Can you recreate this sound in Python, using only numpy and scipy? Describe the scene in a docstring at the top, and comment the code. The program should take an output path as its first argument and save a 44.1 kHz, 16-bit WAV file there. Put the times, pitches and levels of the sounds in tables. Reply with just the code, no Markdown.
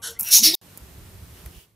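"""Inside a plastic bottle feeder, close up: seed slides in a light scrape, a crackle and two loud rushes.
Each slide is tiny impacts over rubbing, coloured by wall resonances and short echoes. Seed snaps on
the plastic among brief tones, and a hollow tone glides upward. All cuts off abruptly; after 60 ms
comes quiet room hiss with handling rumble, faint rubs, two small ticks and a tap, then a fade."""
import sys
import numpy as np
from scipy import signal
from scipy.fft import rfft, irfft
from scipy.io import wavfile
from scipy.ndimage import uniform_filter1d, map_coordinates

SR = 44100
rng = np.random.default_rng(int(sys.argv[2]) if len(sys.argv) > 2 else 0)


def wrap_up_sound(samples):
    """Save the sound to the file named by the first command line argument, as 16-bit audio."""
    columns = np.atleast_2d(samples).T
    # keep every value between -1 and 1, then stretch to whole-number steps
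    tamed = np.clip(columns, -1, 1)
    steps = np.round(tamed * 32767).astype(np.int16)
    wavfile.write(sys.argv[1], SR, steps)


N = 77175
TIME_S, BIN_HZ = np.arange(N) / SR, np.fft.rfftfreq(N, 1 / SR)
CUT_S, RESUME_S = 0.5525, 0.6138

# Room noise, left to right (frequency [Hz], correlation [ratio])
STEREO_CORRELATION = [(30, 0.96), (250, 0.95), (600, 0.51), (1500, 0.33), (4000, 0.29), (15000, 0.29)]
# Background spectra (frequency [Hz], relative level [dB])
HISS_SPECTRUM = [(88, -26), (150, -2.5), (217, -11), (244, -12.5), (388, -9), (436, -13), (751, -17.5),
                 (877, -16.5), (1150, -18.5), (2180, -20.5), (7000, -24.5), (14100, -21.5), (15500, -35.5)]
NEAR_AIR_SPECTRUM = [(15, -30.5), (25, -3), (152, 4), (349, -2), (895, -4.5), (1710, -29.5), (1950, -12),
                     (2360, -8), (4870, -32.5), (11800, -16.5), (15500, -24)]
RUMBLE_SPECTRUM = [(20, -22.5), (45, -5.5), (70, 2), (112, 2), (140, -16), (172, -4), (230, -21.5),
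                   (800, -44.5)]
# Background envelopes (time [s], gain [dB])
HISS_ENVELOPE = [(.61, 0), (.76, 2), (.85, 1.5), (1.25, 1), (1.47, 3), (1.59, -2.5), (1.65, -10),
                 (1.70, -14), (1.75, -18.5)]
RUMBLE_ENVELOPE = [(0, -56), (.23, -51.5), (.3, -63.5), (.61, -54), (.79, -58), (.86, -49.5), (1.25, -47.5),
                   (1.58, -51), (1.66, -73.5), (1.75, -61)]
# Handling swells (start [s], length [s], level [dB])
HAND_BUMPS = [(0.434, 0.06, -41.5), (0.799, 0.049, -44.5), (.95, 0.12, -42), (1.086, 0.12, -44),
              (1.213, 0.05, -40), (1.45, 0.052, -37.5), (1.555, 0.043, -42.5)]
HAND_RUBS = [(1.32, 0.12, -54.5), (1.50, 0.17, -50.5)]
# Sharp contacts (time [s], onset level [dB], decay [s])
ROOM_TICKS = [(.7747, -24.5, 0.00081), (.778, -34, 0.0023)]
DULL_TAPS = [(1.4605, -33.5, 0.0023)]
SEED_SNAPS = [(.106, -37.5, 0.012), (.1955, -23, 0.0037), (.208, -17, 0.0037), (.2305, -20.5, .004),
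              (.248, -24, .002), (.287, -19, .003), (.482, -24, .001), (.548, -19.5, .004)]
# Swell and contact spectra (frequency [Hz], relative level [dB])
BUMP_SPECTRUM = [(20, -26), (45, -2), (70, 8.5), (110, -8), (200, -18.5), (500, -41), (2000, -56)]
RUB_SPECTRUM = [(1200, -20), (2200, -7), (2900, 4.5), (3800, -6), (7000, -6.5), (15000, -5)]
TICK_SPECTRUM = [(200, -8), (1500, -15.5), (3000, -21.5), (7000, -9), (11000, -2.5), (15800, -4)]
TAP_SPECTRUM = [(300, -3.5), (800, 0.5), (2000, 6.5), (3500, -9), (7000, -5.5), (12000, 5), (15800, -6)]
SNAP_SPECTRUM = [(500, -41.5), (4000, -26), (6000, -9.5), (9000, -2), (12000, 4.5), (15800, -4)]
# High squeaks, swells of drone overtones, a low thud
# (start [s], length [s], pitch [Hz], glide [share of pitch], level [dB])
BRIEF_TONES = [(.03, 0.051, 1586, 0.019, -42), (0.056, 0.064, 3100, 0.031, -44),
               (.07, 0.071, 464, -0.026, -47.5), (.15, 0.041, 2040, 0.13, -53.5),
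               (.212, 0.022, 200, 0, -45), (.368, 0.039, 909.4, -0.03, -47.5),
               (.538, 0.011, 3764, -0.11, -24)]
# Hollow tone (time [s], pitch [Hz], level [dB])
HOLLOW_TRACK = [(0.387, 223.4, -47), (0.414, 216, -41.5), (.425, 235, -31.5), (0.443, 244.4, -43),
                (0.452, 294, -34.5), (.474, 325, -33), (0.492, 322.7, -30.5), (.51, 321, -34),
                (0.53, 334, -43), (.54, 354, -30.5), (0.554, 370, -52.5)]
# Bottle wall resonances (frequency [Hz], width [Hz], relative gain [dB])
WALL_MODES = [(3865, 13, 5.5), (4602, 30, -7.5), (5330, 30, -2.5), (5520, 25, -3.5), (5760, 25, -4),
              (6150, 45, -9), (6630, 30, -16.5), (6792, 25, 0.5), (10610, 35, -1.5), (11657, 35, -1.5)]
# Slides (start [s], rise [s], hold [s], release [dB/s], level [dB], grains [1/s], drift [octave/s])
SEED_SLIDES = [(0.017, 0.025, 0.037, 260.5, -31.5, 4960, 0.028),
               (0.189, .006, .013, 201.5, -22.5, 3200, 0.08), (0.229, 0.051, 0.019, 308, -29, 5700, -0.039),
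               (0.304, .033, 0.036, 280.5, -9, 9000, 1.3), (0.422, .021, .026, 238.5, -11, 9500, -1.8),
               (0.528, 0.0131, .009, 404, -21.5, 10000, -0.09)]
# Slide spectra (frequency [Hz], relative level [dB])
SCRAPE_SPECTRUM = [(180, -58.5), (300, -23.5), (372, -17), (461, -16.5), (631, -24), (907, -21),
                   (1240, -16), (1510, -0.5), (2400, -32), (3020, -5.5), (3870, -12.5), (4490, -6),
                   (4960, -19.5), (5480, -5), (8990, -11.5), (10800, -5), (11900, -6), (12700, -28.5),
                   (15500, -38.5)]
CRACKLE_SPECTRUM = [(590, -51.5), (1000, -34.5), (1370, -22.5), (1530, -32.5), (2350, -21), (3910, -37.5),
                    (5340, -21), (6880, -22.5), (12700, -0.5), (15800, -3.5)]
TRICKLE_SPECTRUM = [(290, -68), (500, -24), (1030, -35), (1540, -7.5), (2060, -16.5), (2790, -2),
                    (3270, -14.5), (4300, -9.5), (4830, -19), (5750, 1), (6270, -11.5), (7900, -15),
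                    (11800, -4.5), (14700, -9.5), (15800, -14)]
FIRST_RUSH_SPECTRUM = [(680, -68), (1150, -40), (1480, -41), (2120, -24), (2590, -17), (3080, -18),
                       (4010, -8.5), (4840, -11.5), (5640, 1), (6650, -3.5), (7750, -16), (9650, -10.5),
                       (10400, -3), (11600, -10), (13300, -6.5), (15300, -13), (15800, -15.5)]
SECOND_RUSH_SPECTRUM = [(680, -67), (1150, -34), (1450, -30.5), (1550, -33.5), (1860, -23.5), (2120, -15.5),
                        (3260, -13.5), (3970, -4.5), (4840, -5.5), (5580, 1), (6220, -9.5), (7580, -21),
                        (11100, -8), (12800, -12.5), (14600, -9), (15800, -18)]
SETTLE_SPECTRUM = [(470, -24), (800, -13.5), (1820, -47), (2490, -17), (3360, -33), (3620, -10),
                   (3810, -18), (4420, -6), (5540, -5.5), (6760, -14.5), (9470, -30), (10900, -11),
                   (13100, -7), (15800, -3)]
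SLIDE_SPECTRA = [SCRAPE_SPECTRUM, CRACKLE_SPECTRUM, TRICKLE_SPECTRUM,
                 FIRST_RUSH_SPECTRUM, SECOND_RUSH_SPECTRUM, SETTLE_SPECTRUM]


def amp(db):
    """Decibels to gain."""
    return 10 ** (np.asarray(db) / 20)


def unit(x):
    """Scale to rms 1."""
    return x / np.sqrt(np.mean(x ** 2) + 1e-20)


def per_bin(points):
    """Curve at each FFT bin, interpolated on log frequency."""
    hz, value = np.transpose(points)
    return np.interp(np.log(BIN_HZ + 1), np.log(hz + 1), value)


def filtered(x, response):
    """Apply one gain per FFT bin."""
    return irfft(rfft(x) * response, N)


def colour(x, spectrum):
    """Shape by a spectrum; 12 dB/octave roll-off below its first point."""
    skirt = np.minimum(BIN_HZ / spectrum[0][0], 1) ** 2
    return filtered(x, amp(per_bin(spectrum)) * skirt)


def envelope(points):
    """Gain over time, linear in dB between points."""
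    return amp(np.interp(TIME_S, *np.transpose(points)))


def arch(start_s, length_s):
    """Half-sine swell."""
    return np.sin(np.pi * np.clip((TIME_S - start_s) / length_s, 0, 1))


def wobble(samples):
    """Smoothed random wander, rms 1."""
    return unit(uniform_filter1d(uniform_filter1d(rng.standard_normal(N), samples), samples))


def stereo_noise(spectrum):
    """Coloured noise, centred in the bass, wider in the treble."""
    correlation = per_bin(STEREO_CORRELATION)
    mid = unit(colour(rng.standard_normal(N), spectrum))
    side = unit(colour(rng.standard_normal(N), spectrum))
    mid = filtered(mid, np.sqrt((1 + correlation) / 2))
    side = filtered(side, np.sqrt((1 - correlation) / 2))
    return np.array([mid + side, mid - side])


def room_hiss(hiss_db=-51.5, whine_hz=14000, whine_db=-72):
    """Hiss and a faint whine; start after the gap, fade at the end."""
    whine = amp(whine_db) * unit(np.sin(2 * np.pi * whine_hz * TIME_S))
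    hiss = amp(hiss_db) * stereo_noise(HISS_SPECTRUM)
    return (hiss + whine) * envelope(HISS_ENVELOPE) * (TIME_S >= RESUME_S)


def rumble():
    """Low noise of room and hand, muted in the gap."""
    outside_gap = (TIME_S < CUT_S) | (TIME_S >= RESUME_S)
    return stereo_noise(RUMBLE_SPECTRUM) * envelope(RUMBLE_ENVELOPE) * outside_gap


def drone(pitch_hz=230, overtones_db=(-64.5, -65.5, -61.5, -66, -67.5)):
    """Faint, distant tone: wavering overtones, no fundamental."""
    return sum(amp(db) * unit((1 + wobble(1500)) * np.sin(2 * np.pi * harmonic * pitch_hz * TIME_S))
               for harmonic, db in enumerate(overtones_db, 2))


def handling(swells, spectrum):
    """Hand bumps or rubs: soft swells of noise."""
    level = sum(amp(db) * arch(start_s, length_s) for start_s, length_s, db in swells)
    return stereo_noise(spectrum) * level


def clicks(contacts, spectrum):
    """Sharp contacts: noise bursts with exponential decay."""
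    level = sum(amp(db) * (TIME_S >= at_s) * np.exp(-np.maximum(TIME_S - at_s, 0) / decay_s)
                for at_s, db, decay_s in contacts)
    white = rng.standard_normal(N)
    return colour(level * white, spectrum) / np.std(colour(white, spectrum))


def brief_tones(roughness=0.5):
    """Short high squeaks, brief swells of the distant drone's overtones, a soft low thud."""
    out = np.zeros(N)
    for start_s, length_s, centre_hz, glide, db in BRIEF_TONES:
        pitch_hz = centre_hz * (1 + glide * np.clip((TIME_S - start_s) / length_s - 0.5, -0.5, 0.5))
        tone = np.sin(2 * np.pi * np.cumsum(pitch_hz) / SR)
        out += amp(db) * arch(start_s, length_s) * unit((1 + roughness * wobble(120)) * tone)
    return out


def hollow_tone(harmonics_db=(0, -16, -34.5), jitter=0.028, roughness=0.31):
    """Rough tone rising through the second rush, perhaps air in the bottle."""
    times_s, track_hz, track_db = np.transpose(HOLLOW_TRACK)
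    pitch_hz = np.interp(TIME_S, times_s, track_hz) * (1 + jitter * wobble(120))
    phase = 2 * np.pi * np.cumsum(pitch_hz) / SR
    tone = sum(amp(db) * np.sin(harmonic * phase) * (1 + roughness * wobble(150))
               for harmonic, db in enumerate(harmonics_db, 1))
    sounding = (TIME_S > times_s[0]) & (TIME_S < times_s[-1])
    return unit(tone) * amp(np.interp(TIME_S, times_s, track_db)) * sounding


def bottle_wall(x, ring_db=-0.5):
    """Add the narrow resonances of the plastic wall."""
    ring = sum(amp(db) / (1 + 2j * (BIN_HZ - hz) / width_hz) for hz, width_hz, db in WALL_MODES)
    return filtered(x, 1 + amp(ring_db) * ring)


def bottle_echoes(x, t60_s=0.051, echo_db=-4.5):
    """Add reflections inside the bottle, one per millisecond."""
    delays_ms = np.arange(2, 60) + rng.random(58)
    at = (delays_ms * SR / 1000).astype(int)
    echoes = np.zeros(N)
    echoes[at] = rng.choice([-1, 1], len(at)) * amp(-60 * TIME_S[at] / t60_s)
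    return filtered(x, 1 + amp(echo_db) * rfft(echoes) / np.linalg.norm(echoes))


def seed_grains(rate_per_s, spread_db=2.5, rub_gain=0.65):
    """Tiny random impacts over smooth rubbing."""
    sizes = amp(spread_db * np.minimum(rng.exponential(1, N), 4)) * rng.choice([-1, 1], N)
    impacts = unit(sizes * (rng.random(N) < rate_per_s / SR))
    return impacts + rub_gain * rng.standard_normal(N)


def seed_slides(treble_hz=8400, treble_extra_db_per_s=108, max_drift_oct=0.15):
    """Showers of seed swell, hold and die; treble goes first as the seed slows."""
    out = np.zeros(N)
    highpass = 1 - 1 / (1 + (BIN_HZ / treble_hz) ** 10)
    for slide, spectrum in zip(SEED_SLIDES, SLIDE_SPECTRA):
        start_s, rise_s, hold_s, release_db_per_s, db, rate_per_s, drift_oct_per_s = slide
        past_rise_s = TIME_S - start_s - rise_s
        grains = colour(seed_grains(rate_per_s), spectrum)
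        # Resampling shifts the spectrum; the wall modes stay put.
        shift_oct = np.clip(drift_oct_per_s * (past_rise_s - hold_s / 2), -max_drift_oct, max_drift_oct)
        drifting = map_coordinates(grains, [np.cumsum(2 ** shift_oct)], order=5, mode="wrap")
        shower = unit(bottle_echoes(bottle_wall(drifting)))
        dying_s = np.maximum(past_rise_s - hold_s, 0)
        shower -= filtered(shower, highpass) * (1 - amp(-treble_extra_db_per_s * dying_s))
        attack = np.clip((TIME_S - start_s) / rise_s, 0, 1)
        out += attack * amp(db - release_db_per_s * dying_s) * shower
    return out


def scene(near_air_db=-58, gap_db=-39.5, right_over_left_db=1.5):
    """Bottle close up, a near-silent gap, then the quiet room."""
    close = seed_slides() + clicks(SEED_SNAPS, SNAP_SPECTRUM) + hollow_tone() + brief_tones()
    close = close + drone() + amp(near_air_db) * stereo_noise(NEAR_AIR_SPECTRUM)
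    cutoff = np.where(TIME_S < CUT_S, 1, amp(gap_db)) * (TIME_S < RESUME_S)
    room = room_hiss() + rumble()
    room += handling(HAND_BUMPS, BUMP_SPECTRUM) + handling(HAND_RUBS, RUB_SPECTRUM)
    room += clicks(ROOM_TICKS, TICK_SPECTRUM) + clicks(DULL_TAPS, TAP_SPECTRUM)
    balance = amp(right_over_left_db * np.array([[-0.5], [0.5]]))
    return close * cutoff + room * balance


def record(dry):
    """Clip the loudest peaks, then low-pass."""
    ceiling, edge_hz = 0.92, 15700
    lowpass = signal.firwin(401, edge_hz, window=("kaiser", 8), fs=SR)
    return signal.oaconvolve(np.clip(dry, -ceiling, ceiling), lowpass[None], "same")


dry = scene()
out = record(dry)
wrap_up_sound(out)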